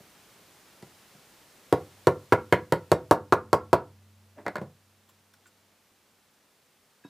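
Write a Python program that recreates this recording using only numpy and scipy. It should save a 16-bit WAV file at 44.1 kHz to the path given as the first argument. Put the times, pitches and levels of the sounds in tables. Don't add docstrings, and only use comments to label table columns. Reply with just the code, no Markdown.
import sys
import numpy as np
from scipy import signal
from scipy.fft import rfft, irfft, next_fast_len
from scipy.io import wavfile
from scipy.ndimage import uniform_filter1d

SR = 44100
rng = np.random.default_rng(int(sys.argv[2]) if len(sys.argv) > 2 else 0)


def attenuation_scalar(level_db):
    decades = np.asarray(level_db, float) / 20
    return 10 ** decades


def unload_audio(sound):
    columns = np.transpose(np.atleast_2d(sound))
    steps = np.round(np.clip(columns, -1, 1) * 32767)
    wavfile.write(sys.argv[1], SR, steps.astype(np.int16))


N = 312662

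# frequency in Hz, level in dB per Hz.
AIR_SPECTRUM = [(20, -30), (50, -11), (120, -8.5), (200, -4.5), (400, -6), (700, -7), (1500, -9.5),
                (5000, -14), (15300, -20), (15500, -60)]
# frequency in Hz, level in dB per Hz.
PORT_SPECTRUM = [(12, -66.5), (20, -39), (217, -10), (377, -9), (421, -11), (511, -8.0), (1590, -9.0),
                 (15000, -12.0), (15400, -50.5)]
HISS_DB, LIMIT_DB, DUCK_DB_PER_DB, DUCK_S = -61.5, -7.5, 0.4463, 0.08
RUMBLE_DB, RUMBLE_FADE_DB_PER_S = -70, 1.1
QUIET_S, QUIET_FADE_DB_PER_S = 4.5, 2.5

# frequency in Hz, t60 in s.
ROOM_T60 = [(100, .4), (400, 0.2), (1100, 0.25), (3000, 0.17), (8000, 0.12), (15000, 0.097)]

# frequency in Hz, width in Hz, level in dB.
HANDLE_MODES = [(269, 120, -5), (410, 89, -5.5), (595, 47, -4.5), (970, 154, -14.5), (1160, 103, -17),
                (1790, 570, -21.5)]
SLIDE_S, SLIDE_DB = 4.36, -46.5
SLIDE_ATTACK_S, SLIDE_HOLD_S, SLIDE_T60_S = 0.031, 0.012, 0.17

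# start in seconds, peak in dB, t60 in s.
CLICKS = [
    (5.087, -60, .065),
    (5.335, -60, .04),
    (5.455, -56.5, .08),
]
# frequency in Hz, level in dB, delay in s.
CLICK_TONES = [
    [(12400, -1, 0.00065), (7500, -2, .005), (3434, -0.5, 0), (1057, 3, 0.0033)],
    [(12500, -4, 0), (9100, -4, 0), (5460, -1, .001), (3494, -2, .001), (1480, 4.5, 0.0032)],
    [(1470, 4.5, 0), (7460, -1.5, .01), (4927, -10, .015)],
]
RISE_PER_T60 = 0.058
# frequency in Hz, level in dB, t60 in s, delay in s.
TOOL_MODES = [(1646, 0, 0.048, 0), (3784, -8, .18, .004), (2610, -8, .078, .004), (5330, -17, .11, .012),
              (1640, -12.5, .09, .023)]
TOOL_S, TOOL_DB = 7.039, -48.5
# start in seconds, peak in dB, rise in s, t60 in s, frequency in Hz.
TOOL_KNOCK = (7.047, -42, 0.0012, 0.09, 283)

# frequency in Hz, level in dB, t60 in s.
FRAME_MODES = [(96, 2, 4.64), (213, -9.5, 6.8)]
HUM_DB, HUM_DB_PER_CLACK_DB = -55, 0.7

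# frequency in Hz, level in dB, t60 in s.
BENCH_MODES = [(84, -23, 0.22), (136, -7.5, 0.24), (163.2, 5, 0.27), (233, -10.5, .2), (281, -7.5, 0.17),
               (343, -5, 0.15), (369.9, 3, 0.18), (420, -5, 0.22), (511, -6, 0.21), (538, -1.5, 0.12),
               (596.2, 4.5, 0.21), (666, 2.5, 0.27), (737, -5.5, 0.19), (785, -2.5, .15), (929, -0.5, .15),
               (994.3, 2.5, 0.15), (979, -2.5, 0.13), (1125, 0, 0.098), (1030, -14.5, .13), (1253, -4, 0.1),
               (1342.5, -0.5, 0.073), (1476, -2.5, .13), (1679, -3.5, .12), (1715, -15.5, 0.078),
               (1800, -20, .12), (2024, -22, .12), (2180, -27.5, 0.075), (2330, -40, 0.033)]
# frequency in Hz, level in dB per Hz.
GRAIN_SPECTRUM = [(120, -39.5), (300, 0), (500, 1.5), (1000, -3.5), (1500, -13.5), (2200, -42)]
ZONES_HZ = [140, 480, 1150, 2100]
# frequency in Hz, level in dB, t60 in s.
DENT_MODES = [(480, 0, .014), (1000, 0, .009)]
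# frequency in Hz, t60 in s.
CARTON = (499, .27)
# frequency in Hz, level in dB, t60 in s.
HEAD_MODES = [(4400, 0, .014), (5660, -7, .01), (6590, -6, .01), (7600, -5, .016), (10800, -12, .008),
              (12700, -11, .008)]
# frequency in Hz, level in dB per Hz.
CRACK_SPECTRUM = [(1500, -38), (3000, -11), (4400, -7.5), (6200, -17.5), (8000, -12.5), (13000, -18),
                  (15300, -26), (16400, -69)]
# frequency in Hz, level in dB per Hz.
PLASTIC_SPECTRUM = [(900, -39.5), (1500, -2), (2000, 8.5), (2600, -6.5), (3500, -13.5), (5000, -40)]
# frequency in Hz, level in dB per Hz.
CLATTER_SPECTRUM = [(120, -30), (200, -2), (414, -8), (681, 3.5), (834, -12), (941, -0.5), (1350, -14),
                    (2110, -8), (2920, -31.5), (5000, -30), (6500, -54), (11000, -120)]
TRAVEL_S = 0.001

# start in seconds, peak in dB, clack in dB, sharpness in dB.
TOUCHES = [
    (0.001, -48.5, -22, -22),
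    (0.824, -40, -14.5, -7.5),
    (1.147, -55.5, -14, -17),
    (7.046, -46.5, -6, -16),
]
TOUCH_THUD_DB = 4.5
# start in seconds, peak in dB, clack in dB, sharpness in dB.
SETTLES = [
    (4.452, -41, -10, -22),
    (4.612, -24, -13.5, -40.5),
    (4.62, -28, -19, -45),
    (4.626, -32.5, -23, -37),
]
SETTLE_THUD_DB = -10
# start in seconds, peak in dB, thud in dB, clack in dB, edge in dB.
BOUNCES = [
    (4.463, -19, -25, -4, -0.5),
    (4.48, -18.5, -30, -6, -5.5),
    (4.49, -31, -2, -10.5, -13),
    (4.555, -19, -32, 0, -6),
    (4.566, -25, -29, -8, -3.5),
    (4.581, -23.5, -9, -11, -10),
]
BOUNCE_CRACK_DB, CRACK_DB_PER_THUD_DB = -31, -0.32
# start in seconds, peak in dB, then relative to the peak clack in dB
# (grows as the part seats), crack of the face in dB, ring of the head in dB.
BLOWS = [
    (1.725, -7, -10.5, -25, -29),
    (2.07, -3.5, -8.5, -26.5, -22),
    (2.322, -4.5, -3.5, -28.5, -27),
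    (2.524, -5, -8.5, -23, -21),
    (2.722, -8, -8.5, -20, -37),
    (2.916, -4.5, -10, -22, -19),
    (3.11, -4, -2, -18.5, -21),
    (3.323, -6.5, 1.5, -25.5, -20),
    (3.529, -8, 1, -19.5, -15.5),
    (3.729, -6.5, -1, -22.5, -19.5),
]
THUD_DB, THUD_DB_PER_CLACK_DB = -21, -0.5
SLIP_S, SLIP_SPAN_S, SLIP_DB, TIGHT_DB = 2.5, 0.28, 20.5, -30


def unit(x):
    return x / np.sqrt(np.mean(x ** 2) + 1e-20)


def along(points, hz):
    f, v = np.transpose(points)
    return np.interp(np.log(hz + 1), np.log(f + 1), v)


def filtered(x, response):
    m = next_fast_len(len(x) + 8192)
    return irfft(rfft(x, m) * response(np.fft.rfftfreq(m, 1 / SR)), m)[:len(x)]


def coloured(points, size):
    return unit(filtered(rng.standard_normal(size), lambda hz: attenuation_scalar(along(points, hz))))


def add(track, s, sound):
    spot = track[round(s * SR):][:len(sound)]
    spot += sound[:len(spot)]


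def sine(hz, t):
    return np.sin(2 * np.pi * hz * t)


def rise(t, rise_s):
    return 1 - np.exp(-t / rise_s)


def decay(t, t60_s):
    return attenuation_scalar(-60 * t / t60_s)


def floor():
    t = np.arange(N) / SR
    shared = attenuation_scalar(3.5) * coloured(AIR_SPECTRUM, N)
    apart = attenuation_scalar(-5.5) * coloured(PORT_SPECTRUM, N)
    low = coloured([(20, -31.5), (60, -12.5), (130, -1.0), (300, -5.5), (800, -14), (3000, -46.0)], N)
    duck_db = 0
    for s, db, *_ in BLOWS:
        duck_db = duck_db + DUCK_DB_PER_DB * max(db - LIMIT_DB, 0) * np.clip((t - s) / DUCK_S, 0, 1)
    rumble_db = RUMBLE_DB - RUMBLE_FADE_DB_PER_S * t - QUIET_FADE_DB_PER_S * np.clip(t - QUIET_S, 0, None)
    hiss = np.array([shared + apart, shared - apart]) * attenuation_scalar([[-0.15], [0.15]])
    return attenuation_scalar(HISS_DB - duck_db) * hiss + attenuation_scalar(rumble_db) * low


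def room_tail():
    hz, t, z = signal.stft(rng.standard_normal(SR // 2), SR, nperseg=256)
    x = signal.istft(z * decay(t, along(ROOM_T60, hz)[:, None]), SR, nperseg=256)[1]
    return x / np.linalg.norm(x)


def scrape():
    noise = rng.standard_normal(N)
    swell = unit(uniform_filter1d(rng.standard_normal(N), size=90))
    grains = noise * attenuation_scalar(2.5 * swell)

    def handle(f):
        total = 0
        for k, (hz, width_hz, db) in enumerate(HANDLE_MODES):
            damping = 1j * f * width_hz
            total = total + (-1) ** k * attenuation_scalar(db) * damping / (hz * hz - f * f + damping)
        return total

    t = np.arange(N) / SR - SLIDE_S
    attack = np.clip(t / SLIDE_ATTACK_S, 0, 1)
    after_s = np.clip(t - SLIDE_ATTACK_S - SLIDE_HOLD_S, 0, None)
    return attack * attenuation_scalar(SLIDE_DB) * decay(after_s, SLIDE_T60_S) * unit(filtered(grains, handle))


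def rub(rows, drift_rad, puff_db):
    out, t = np.zeros(N), np.arange(SR // 4) / SR
    for s, db, rise_s, t60_s, hz in rows:
        drift = np.cumsum(rng.standard_normal(len(t))) * drift_rad
        spectrum = [(hz / 3, -20), (hz, 0), (hz * 2.6, -14), (hz * 5, -40)]
        puff = attenuation_scalar(puff_db) * coloured(spectrum, len(t))
        tone = np.sin(2 * np.pi * hz * t + drift)
        add(out, s, attenuation_scalar(db + 2.5) * decay(t, t60_s) * rise(t, rise_s) * (tone + puff))
    return out


def hand_clicks():
    rows = []
    for (s, db, t60_s), tones in zip(CLICKS, CLICK_TONES):
        rows += [(s + late_s, db + g, RISE_PER_T60 * t60_s, t60_s, hz) for hz, g, late_s in tones]
    return rub(rows, drift_rad=0.05, puff_db=-2)


def steel_tool():
    rows = [(TOOL_S + late_s, TOOL_DB + g, RISE_PER_T60 * t60_s, t60_s, hz)
            for hz, g, t60_s, late_s in TOOL_MODES]
    return rub(rows + [TOOL_KNOCK], drift_rad=0.01, puff_db=-18)


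def frame_hum():
    t = np.arange(N) / SR
    s, _, clack = np.transpose(BLOWS)[:3]
    db = HUM_DB + HUM_DB_PER_CLACK_DB * clack
    last = np.clip(np.searchsorted(s, t) - 1, 0, None)
    out = 0
    for hz, level, t60_s in FRAME_MODES:
        gain = (t > s[0]) * attenuation_scalar(db[last] + level) * decay(t - s[last], t60_s)
        out = out + uniform_filter1d(gain, size=400) * np.sqrt(2) * sine(hz, t)
    return out


def bench_body(t, thud, clack, edge, press_db, press_s, scatter_db):
    hz, level, t60_s = np.transpose(BENCH_MODES)[..., None]
    sign = -(-1) ** (np.arange(len(hz))[:, None] // 3)
    t60_s = np.minimum(t60_s, np.where(hz > 560, 0.18, 0.25))
    colour = along(np.transpose([ZONES_HZ, [thud + 12, 0, clack + 3, edge + 18]]), hz)
    gains = attenuation_scalar(level + colour + scatter_db * rng.standard_normal(hz.shape))
    wander = 0.002 * np.sqrt(hz) * np.cumsum(rng.standard_normal((len(hz), len(t))), axis=1)
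    press = np.exp(-(t / press_s) ** 2)
    fade = decay(t, t60_s) + attenuation_scalar(press_db) * press
    modes = np.sum(sign * gains * fade * np.sin(2 * np.pi * hz * t + wander), axis=0)
    tilted = [(f, g + (f > 800) * clack) for f, g in GRAIN_SPECTRUM]
    grain = coloured(tilted, len(t)) * (decay(t, 0.2) + attenuation_scalar(press_db - 7) * press)
    return modes * rise(t, 0.0025) + attenuation_scalar(3.5) * grain * rise(t, 0.002)


def post_dent(t, clack):
    dent = -sum(attenuation_scalar(g + (f > 800) * clack) * decay(t, t60_s) * sine(f, t) for f, g, t60_s in DENT_MODES)
    return dent * rise(t, 0.0002)


def carton(t):
    hz, t60_s = CARTON
    return decay(t, t60_s) * sine(hz, t) * rise(t, 0.009)


def part_chatter(t, spectrum):
    return coloured(spectrum, len(t)) * (decay(t, 0.037) + attenuation_scalar(-15) * decay(t, 0.18)) * rise(t, 0.0005)


def head_ring(t, crack, ping):
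    hz, level, t60_s = np.transpose(HEAD_MODES)[..., None]
    db = np.where(hz < 5000, ping, crack) + level + 2 * rng.standard_normal(hz.shape)
    return np.sum(attenuation_scalar(db) * decay(t, t60_s) * sine(hz, t), axis=0)


def face_crack(t):
    return coloured(CRACK_SPECTRUM, len(t)) * (decay(t, 0.01187) + attenuation_scalar(-19) * decay(t, 0.06))


def knocks(rows, rattle, body_db, dent_db, box_db, chatter_db, crack_db, ring_db,
           press_db, press_s, scatter_db, wet_db):
    out, t = np.zeros(N), np.arange(SR // 2) / SR
    walls = room_tail()
    for s, db, thud, clack, edge, crack, ping in rows:
        body = bench_body(t, thud, clack, edge, press_db, press_s, scatter_db)
        wood = attenuation_scalar(body_db) * body + attenuation_scalar(dent_db) * post_dent(t, clack)
        chatter = attenuation_scalar(edge + chatter_db) * part_chatter(t, rattle)
        close = attenuation_scalar(db) * (attenuation_scalar(box_db) * carton(t) + attenuation_scalar(ring_db) * head_ring(t, crack, ping))
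        burst = attenuation_scalar(crack + crack_db) * face_crack(t)
        spread = attenuation_scalar(db) * (wood + chatter + burst)
        answer = 0.87 * walls + 0.5 * room_tail()
        add(out, s + TRAVEL_S, spread + close)
        add(out, s + 0.01, attenuation_scalar(wet_db) * signal.fftconvolve(spread * decay(t, 0.06), answer))
    return out


def soft_bumps():
    rows = []
    for contacts, thud in ((TOUCHES, TOUCH_THUD_DB), (SETTLES, SETTLE_THUD_DB)):
        rows += [(s, db, thud, clack, sharp, sharp, sharp) for s, db, clack, sharp in contacts]
    return knocks(rows, PLASTIC_SPECTRUM, body_db=-27, dent_db=-9, box_db=-54, chatter_db=-8, crack_db=-1.5,
                  ring_db=-17, press_db=9, press_s=0.01, scatter_db=7.0, wet_db=-7)


def hammer_bounces():
    rows = []
    for s, db, thud, clack, edge in BOUNCES:
        crack = BOUNCE_CRACK_DB + CRACK_DB_PER_THUD_DB * thud
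        rows.append((s, db, thud, clack, edge, crack, crack))
    return knocks(rows, CLATTER_SPECTRUM, body_db=-34, dent_db=-3.0, box_db=-43, chatter_db=-2, crack_db=-7,
                  ring_db=1, press_db=12.0, press_s=0.0036, scatter_db=5.5, wet_db=-11.0)


def hammer_blows():
    rows = []
    for s, db, clack, crack, ring in BLOWS:
        thud = THUD_DB + THUD_DB_PER_CLACK_DB * clack
        edge = TIGHT_DB + SLIP_DB * np.exp(-((s - SLIP_S) / SLIP_SPAN_S) ** 2)
        rows.append((s, db, thud, clack, edge, crack, ring))
    return knocks(rows, PLASTIC_SPECTRUM, body_db=-28.5, dent_db=4, box_db=-18.5, chatter_db=-1.5, crack_db=1,
                  ring_db=1.5, press_db=13, press_s=0.013, scatter_db=1.5, wet_db=-9.0)


def scene():
    low_cut = signal.butter(8, 78, "high", fs=SR, output="sos")
    high_cut = signal.butter(12, 15700, fs=SR, output="sos")
    bench = hammer_blows() + soft_bumps() + hammer_bounces()
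    bench = bench + hand_clicks() + steel_tool() + frame_hum() + scrape()
    bench = signal.sosfilt(np.vstack([low_cut, high_cut]), bench)
    return bench * attenuation_scalar([[-0.22], [0.22]]) + floor()


def band_limit(x):
    return signal.sosfilt(signal.butter(12, 16530, fs=SR, output="sos"), x)


def record(dry):
    rounded = dry / (1 + np.abs(dry / 0.8) ** 4) ** (1 / 4)
    return band_limit(rounded)


dry = scene()
out = record(dry)
unload_audio(out)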